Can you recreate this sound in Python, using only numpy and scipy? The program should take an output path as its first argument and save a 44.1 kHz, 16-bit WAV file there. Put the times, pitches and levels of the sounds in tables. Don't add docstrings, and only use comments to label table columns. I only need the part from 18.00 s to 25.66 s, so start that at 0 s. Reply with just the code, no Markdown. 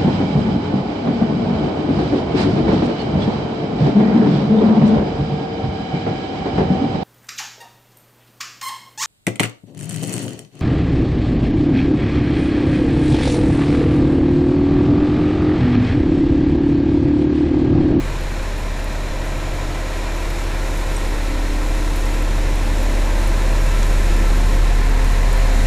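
import sys
import numpy as np
from scipy import signal
from scipy.fft import rfft, irfft
from scipy.io import wavfile

SR = 44100
rng = np.random.default_rng(int(sys.argv[2]) if len(sys.argv) > 2 else 0)


def unload_audio(sound):
    columns = np.transpose(np.atleast_2d(sound))
    steps = np.round(np.clip(columns, -1, 1) * 32767)
    wavfile.write(sys.argv[1], SR, steps.astype(np.int16))


N = 337806

# time_s, level_db (rms above 600 Hz), treble_gain_db, low_gain_db
ROAR_CURVE = [(0.0, -32, -3.5, -0.5), (0.92, -32.5, 0, -4), (1.45, -31.5, -2.5, -12),
              (2.25, -30.5, -0.5, -27), (2.95, -31, 2.5, 3), (3.82, -31, 2.5, -4), (4.8, -30, 2, 2),
              (5.6, -29.5, 2, -5), (6.3, -29.5, 2.5, 7), (6.87, -29.5, 1, -10), (7.66, -28.5, 2, 10)]


def amp(db):
    return 10 ** (np.asarray(db) / 20)


def rms_one(x):
    return x / np.sqrt(np.mean(x ** 2) + 1e-20)


def in_time(rows):
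    time_s, *columns = np.transpose(rows)
    return [np.interp(np.arange(N) / SR, time_s, column) for column in columns]


def coloured(x, points):
    hz, db = np.transpose(points)
    grid_hz = np.maximum(np.arange(N // 2 + 1) * SR / N, 1)
    gain_db = np.interp(np.log(grid_hz), np.log(hz), db)
    return irfft(rfft(x) * amp(gain_db), N)


def drift(corner_hz):
    step = 40
    r = np.exp(-2 * np.pi * corner_hz * step / SR)
    noise = rng.standard_normal(N // step + 4002)
    slow = signal.lfilter([1], [1, -2 * r, r * r], noise)[4000:]
    return np.interp(np.arange(N) / step, np.arange(len(slow)), rms_one(slow - slow.mean()))


def high_pass(x, corner_hz):
    return signal.sosfilt(signal.butter(4, corner_hz, "high", fs=SR, output="sos"), x)


def narrow_band(x, hz, width_hz):
    r = np.exp(-np.pi * width_hz / SR)
    poles = [1, -2 * r * np.cos(2 * np.pi * hz / SR), r * r]
    return signal.lfilter([(1 - r * r) / 2, 0, (r * r - 1) / 2], poles, x)


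def bump(peak_s, half_width_s):
    return np.exp(-((np.arange(N) / SR - peak_s) / half_width_s) ** 2)


def tone(turns, rms_db):
    return np.sqrt(2) * amp(rms_db) * np.sin(2 * np.pi * (turns + rng.random()))


def harmonics(turns, table, waver_db):
    return sum(tone(order * turns, db + waver_db * drift(0.46)) for order, db in table)


def crank_turns():
    # time_s, crank_rpm
    speed_rows = [(0.0, 753.3), (1.53, 753.4), (3.06, 751.5), (4.59, 751.0), (6.12, 751.2), (7.65, 750.8)]
    turns = np.cumsum(in_time(speed_rows)[0]) / 60 / SR
    return turns + .0015 * drift(3.0)


def hum(crank, near_db):
    # time_s, level_db rms
    boom_rows = [(0.1, -22), (1.74, -22.5), (3.34, -18), (6.37, -12.5), (7.47, -12.5), (7.55, -12.5)]
    # crank_multiple, level_db rms at mean boom
    order_rows = [(2, -50), (2.5, -47), (3.5, -48), (4, -41.5), (4.5, -43), (5, -53), (7.5, -53), (9, -55),
                  (12, -43), (15, -46), (19.5, -50), (22.5, -51), (25.5, -50), (28.5, -47), (30, -51),
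                  (31.5, -51), (33, -51), (34.5, -49), (37.5, -49), (40.5, -55), (43, -52), (52.5, -51)]
    # fan_multiple, level_db rms at mean roar
    fan_rows = [(8, -50), (10, -48), (12, -52), (16, -51), (20, -51), (22, -51), (28, -52)]
    # stroke_rate_multiple, level_db rms at mean roar
    pump_rows = [(2, -45), (3, -49), (4, -52)]
    fan_ratio, pump_ratio = 1.1597, 10.555
    gear_teeth = 42

    firing_db, = in_time(boom_rows)
    grown_db = firing_db - firing_db.mean()
    angle = 2 * np.pi * (3 * crank + rng.random())
    second_db = -35.5 + 0.43 * grown_db + 0.84 * drift(1.0)
    whine_db = -41.5 + 0.3 * grown_db + 3.0 * drift(16.0)
    blades_db = -31.5 + 0.61 * grown_db + .9 * drift(1.5)

    first = amp(firing_db + .3 * drift(6.0)) * np.cos(angle)
    exhaust = np.sqrt(2) * (first - amp(second_db) * np.cos(2 * angle))
    gear_whine = tone(gear_teeth * crank, whine_db)
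    orders = amp(0.42 * grown_db) * harmonics(crank, order_rows, 1.4)
    fan = fan_ratio * crank
    blades = tone(6 * fan, blades_db)
    rest = harmonics(fan, fan_rows, 0.78) + harmonics(pump_ratio * crank, pump_rows, 0.58)
    steady = exhaust + gear_whine + orders + blades + amp(near_db) * rest
    return steady + swells(crank) + pump_beat(crank, pump_ratio)


def swells(crank):
    swell_rows = [(1.5, 6.7, 1.8, -52), (9.5, 6.2, 0.77, -46), (9.5, 0.54, 1.1, -45), (10, 5.6, 1.2, -55),
                  (16.5, 1.1, 1.6, -45.5), (16.5, 5.3, 1.9, -44), (16.5, 6.23, .4, -37.5),
                  (18, 0.33, 2.4, -47), (18, 4.8, 1.6, -40), (18, 7.05, 1.5, -43.5), (21, 3.4, 0.9, -48),
                  (21, 3.4, 0.31, -36.5), (21, 4.76, 0.43, -41), (21, 7.07, 1, -39.5),
                  (24, 1.4, 1.15, -39.5), (24, 3.66, 1, -35), (24, 4.8, 0.43, -35), (24, 6.35, 2.1, -41),
                  (27, 0.12, 0.34, -40), (27, 1.46, 0.35, -39), (27, 4.2, 0.74, -42), (27, 2.44, 1.03, -39),
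                  (27, 5.27, 0.41, -36.5), (27, 6.22, 0.54, -36.5), (46.5, 0.84, 1.2, -45.5),
                  (46.5, 3.2, 0.6, -43), (46.5, 5.03, 0.59, -41), (46.5, 6.24, 0.39, -42),
                  (49.5, 1.7, 1.3, -44.5), (49.5, 5.8, 0.99, -48), (55.96, 1.7, 1.9, -50),
                  (55.67, 7.2, 1.3, -45.5), (56.8, 2.8, 2.3, -51.5), (56.5, 6.6, 1.2, -54.5),
                  (57.3, 7.4, 1.4, -44)]
    power = {}
    for order, peak_s, half_width_s, db in swell_rows:
        half_order = round(2 * order)
        power[half_order] = power.get(half_order, 0) + (amp(db) * bump(peak_s, half_width_s)) ** 2
    flutter_db = 2.2
    return sum(np.sqrt(p) * tone(half_order / 2 * crank, flutter_db * drift(9.7))
               for half_order, p in sorted(power.items()))


def pump_beat(crank, pump_ratio):
    # time_s, gain_db
    beat_rows = [(0, 6.5), (.8, -4), (1.5, 2), (2.7, -3), (4.2, -2.5), (5.8, 3.5), (7.66, 2)]
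    in_step_s, beside_order = 4.2, 10.5
    since = crank - crank[int(in_step_s * SR)]
    start = rng.random()
    stroke = amp(-39 + .8 * drift(1.2)) * np.sin(2 * np.pi * (pump_ratio * since + start))
    beside = amp(-44.5) * np.sin(2 * np.pi * (beside_order * since + start))
    return np.sqrt(2) * amp(in_time(beat_rows)[0]) * (stroke + beside)


def roar(crank):
    # pitch_hz, level_db
    low_rows = [(15, 8), (24, -4), (30, -10), (41, -7), (59, -3), (105, -8.5), (125, -6), (180, -7.5),
                (310, -9.5), (480, -10), (760, -11.5), (1080, -13.5), (1150, -16)]
    high_rows = [(1500, -14.5), (2300, -13.5), (2700, -17.5), (3050, -20), (4200, -21.5), (4750, -26),
                 (6400, -25), (7600, -27), (8500, -29), (11800, -32.5), (13500, -38.5), (14800, -50),
                 (15500, -64)]
    # pitch_hz, level_db relative to the source noise
    clatter_rows = [(250, -13), (450, -2.5), (1000, -2), (2200, -11.5), (3500, -9)]
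    # pitch_hz, width_hz, gain_db
    band_rows = [(642, 35, -18), (824, 11, -16.5), (892, 4.8, -12), (967, 95, -17.5), (1018, 27, -22),
                 (1040, 6.1, -15), (1077, 36, -21.5), (1334, 34, -15.5), (1450, 5.4, -17),
                 (1570, 10, -11.5), (1666, 16, -19.5), (1752, 15, -13.5), (1856, 26, -17),
                 (1910, 17, -15.5), (2020, 12, -14.5), (2387, 40, -19.5), (2620, 15, -16.5),
                 (3770, 300, -28), (4090, 92, -25.5), (5290, 660, -34), (7000, 440, -33.5)]
    # pitch_hz, width_hz, peak_s, half_width_s, gain_db
    passing_rows = [(1300, 17, 6.6, 1.2, -20), (1335, 11, 6, 0.45, -7), (1450, 9.1, 8, 0.99, -18),
                    (1642, 16, 5.2, 1.0, -19), (1700, 13, 6.1, .6, -19), (1790, 14, 7.3, 1.0, -12),
                    (1920, 13, 7.6, 0.71, -24), (1960, 39, 7.4, 0.45, -23), (2405, 14, 1.1, 1.6, -16),
                    (2440, 11, 5.7, 1.3, -16)]

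    level_db, bright_db, rumble_db = in_time(ROAR_CURVE)
    source = rng.standard_normal(N) + coloured(valve_gear(crank), clatter_rows)
    body = coloured(source, low_rows + high_rows)
    for hz, width_hz, db in band_rows:
        waver_db = 3 * min(1, 24 / width_hz)
        body += amp(db + waver_db * drift(0.19)) * narrow_band(source, hz, width_hz)
    for hz, width_hz, peak_s, half_width_s, db in passing_rows:
        body += amp(db) * bump(peak_s, half_width_s) * narrow_band(source, hz, width_hz)

    firing_pulse = np.cos(6 * np.pi * crank)
    uneven = np.cos(np.pi * crank) + np.cos(4 * np.pi * crank)
    pulse_db = .6 * firing_pulse + .3 * uneven
    body += (amp(pulse_db) - 1) * coloured(body, [(350, -30), (600, 0), (2500, 0), (5000, -8)])
    throb_db = 0.25 * firing_pulse + 1.0 * drift(4.9)
    body += (amp(bright_db + throb_db) - 1) * coloured(body, [(2500, -28), (9000, -3.5)])
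    body += (amp(rumble_db) - 1) * coloured(body, [(250, -6.0), (500, -35)])
    return amp(level_db) * body / np.std(high_pass(body, 600))


def valve_gear(crank):
    patterns = rng.standard_normal((4, 7040))
    at = (crank / 2 % 1 * patterns.shape[1]).astype(int)
    shares = np.array([drift(0.38) for _ in patterns])
    return np.sum(shares * patterns[:, at], axis=0) / np.sqrt(np.sum(shares ** 2, axis=0))


def whistles(near_db):
    # pitch_hz, level_db rms at mean roar
    whistle_rows = [(6790, -60.5), (7045, -58.5)]
    wander_hz, tremble_hz = 21.96 * drift(.7), 24.74
    total = 0
    for hz, db in whistle_rows:
        turns = np.cumsum(hz + wander_hz + tremble_hz * drift(30.9)) / SR
        total = total + tone(turns, db + near_db + 3.8 * drift(1.2))
    return total


def burst(t, t60_s, tail_db, tail_s):
    return amp(-60 * t / t60_s) + amp(tail_db) * np.exp(-(t / tail_s) ** 2)


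def ticks():
    tick_rows = [(0.2093, -31, 8000, -20), (0.2368, -31, 8000, -21), (0.5784, -34, 7500, -12),
                 (0.596, -33, 8000, -18), (0.612, -34, 8000, -24), (0.799, -30, 10500, -24),
                 (0.8429, -21, 9000, -30), (0.9257, -31, 8000, -26), (1.281, -31, 11000, -28),
                 (1.5383, -28, 10500, -16), (1.889, -32, 12000, -17), (2.165, -29, 7500, -22),
                 (2.3021, -28, 9500, -20), (2.7735, -27, 7000, -22), (3.9603, -23, 9700, -15),
                 (4.0546, -26, 9500, -26), (4.2222, -26, 9000, -22), (4.2475, -29, 10000, -26),
                 (4.556, -28, 8000, -24), (4.8288, -24, 11500, -18), (5.2739, -19.5, 8500, -24),
                 (5.8565, -28, 12000, -18), (5.866, -23, 8000, -28), (5.9937, -28, 8000, -26),
                 (6.1628, -25, 11000, -26), (6.187, -27, 11500, -24), (6.3688, -26, 8000, -24),
                 (6.8941, -25, 10500, -22), (6.946, -28, 11500, -26), (7.0448, -24, 9800, -22),
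                 (7.1201, -26, 9000, -25), (7.3292, -18, 6500, -30), (7.369, -29, 10500, -26)]
    # pitch_hz, gain_db
    tick_band = [(4500, -8), (7500, 1.5), (11000, 2.5), (13500, -4), (15500, -17)]
    t = np.arange(2048) / SR
    bright = np.zeros(N)
    for time_s, db, low_hz, spray_db in tick_rows:
        snap = burst(t, .005, spray_db, .022) * rng.choice([-1, 1], len(t))
        at = round((time_s + .001) * SR) + np.arange(len(t))
        bright[at] += amp(db) * high_pass(snap, low_hz)
    return coloured(bright, tick_band)


def knock():
    # pitch_hz, gain_db
    knock_band = [(500, -12), (1300, 6), (3500, 3), (8000, -3), (9500, -18), (13000, -17), (15500, -26)]
    t = np.arange(2048) / SR
    dull = np.zeros(N)
    at = round(5.8307 * SR) + np.arange(len(t))
    dull[at] = amp(-14) * burst(t, .005, -21, .025) * rng.choice([-1, 1], len(t))
    return coloured(dull, knock_band)


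def chirp():
    # length_s, pitch_hz, level_db
    length_s, hz, db = (0.012, 8500, -27.5)
    t = np.arange(N) / SR - 2.961
    window = np.sin(np.pi * np.clip(t / length_s, 0, 1))
    tones = np.sin(2 * np.pi * hz * t) + amp(-7) * np.sin(2 * np.pi * 5700 * t)
    return amp(db) * window * tones * amp(3.0 * drift(300))


def crackle(median_per_s, drive_db):
    born = rng.random(N) < median_per_s * amp(8.0 * drift(8.0)) / SR
    sizes = amp(4.4 * np.minimum(rng.exponential(1, N), 3)) * rng.choice([-1, 1], N)
    return amp(drive_db) * coloured(born * sizes, [(4000, -25), (8000, -1), (12000, 2), (15500, -11)])


def scene():
    crank = crank_turns()
    level_db = in_time(ROAR_CURVE)[0]
    near_db = level_db - level_db.mean()
    machine = hum(crank, near_db) + roar(crank) + whistles(near_db)
    mono = machine + ticks() + knock() + chirp() + crackle(60.0, -39.5)
    return np.array([mono, mono])


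def record(dry):
    return signal.sosfilt(signal.ellip(16, .5, 70, 15480, fs=SR, output="sos"), dry)


dry = scene()
out = record(dry)
unload_audio(out)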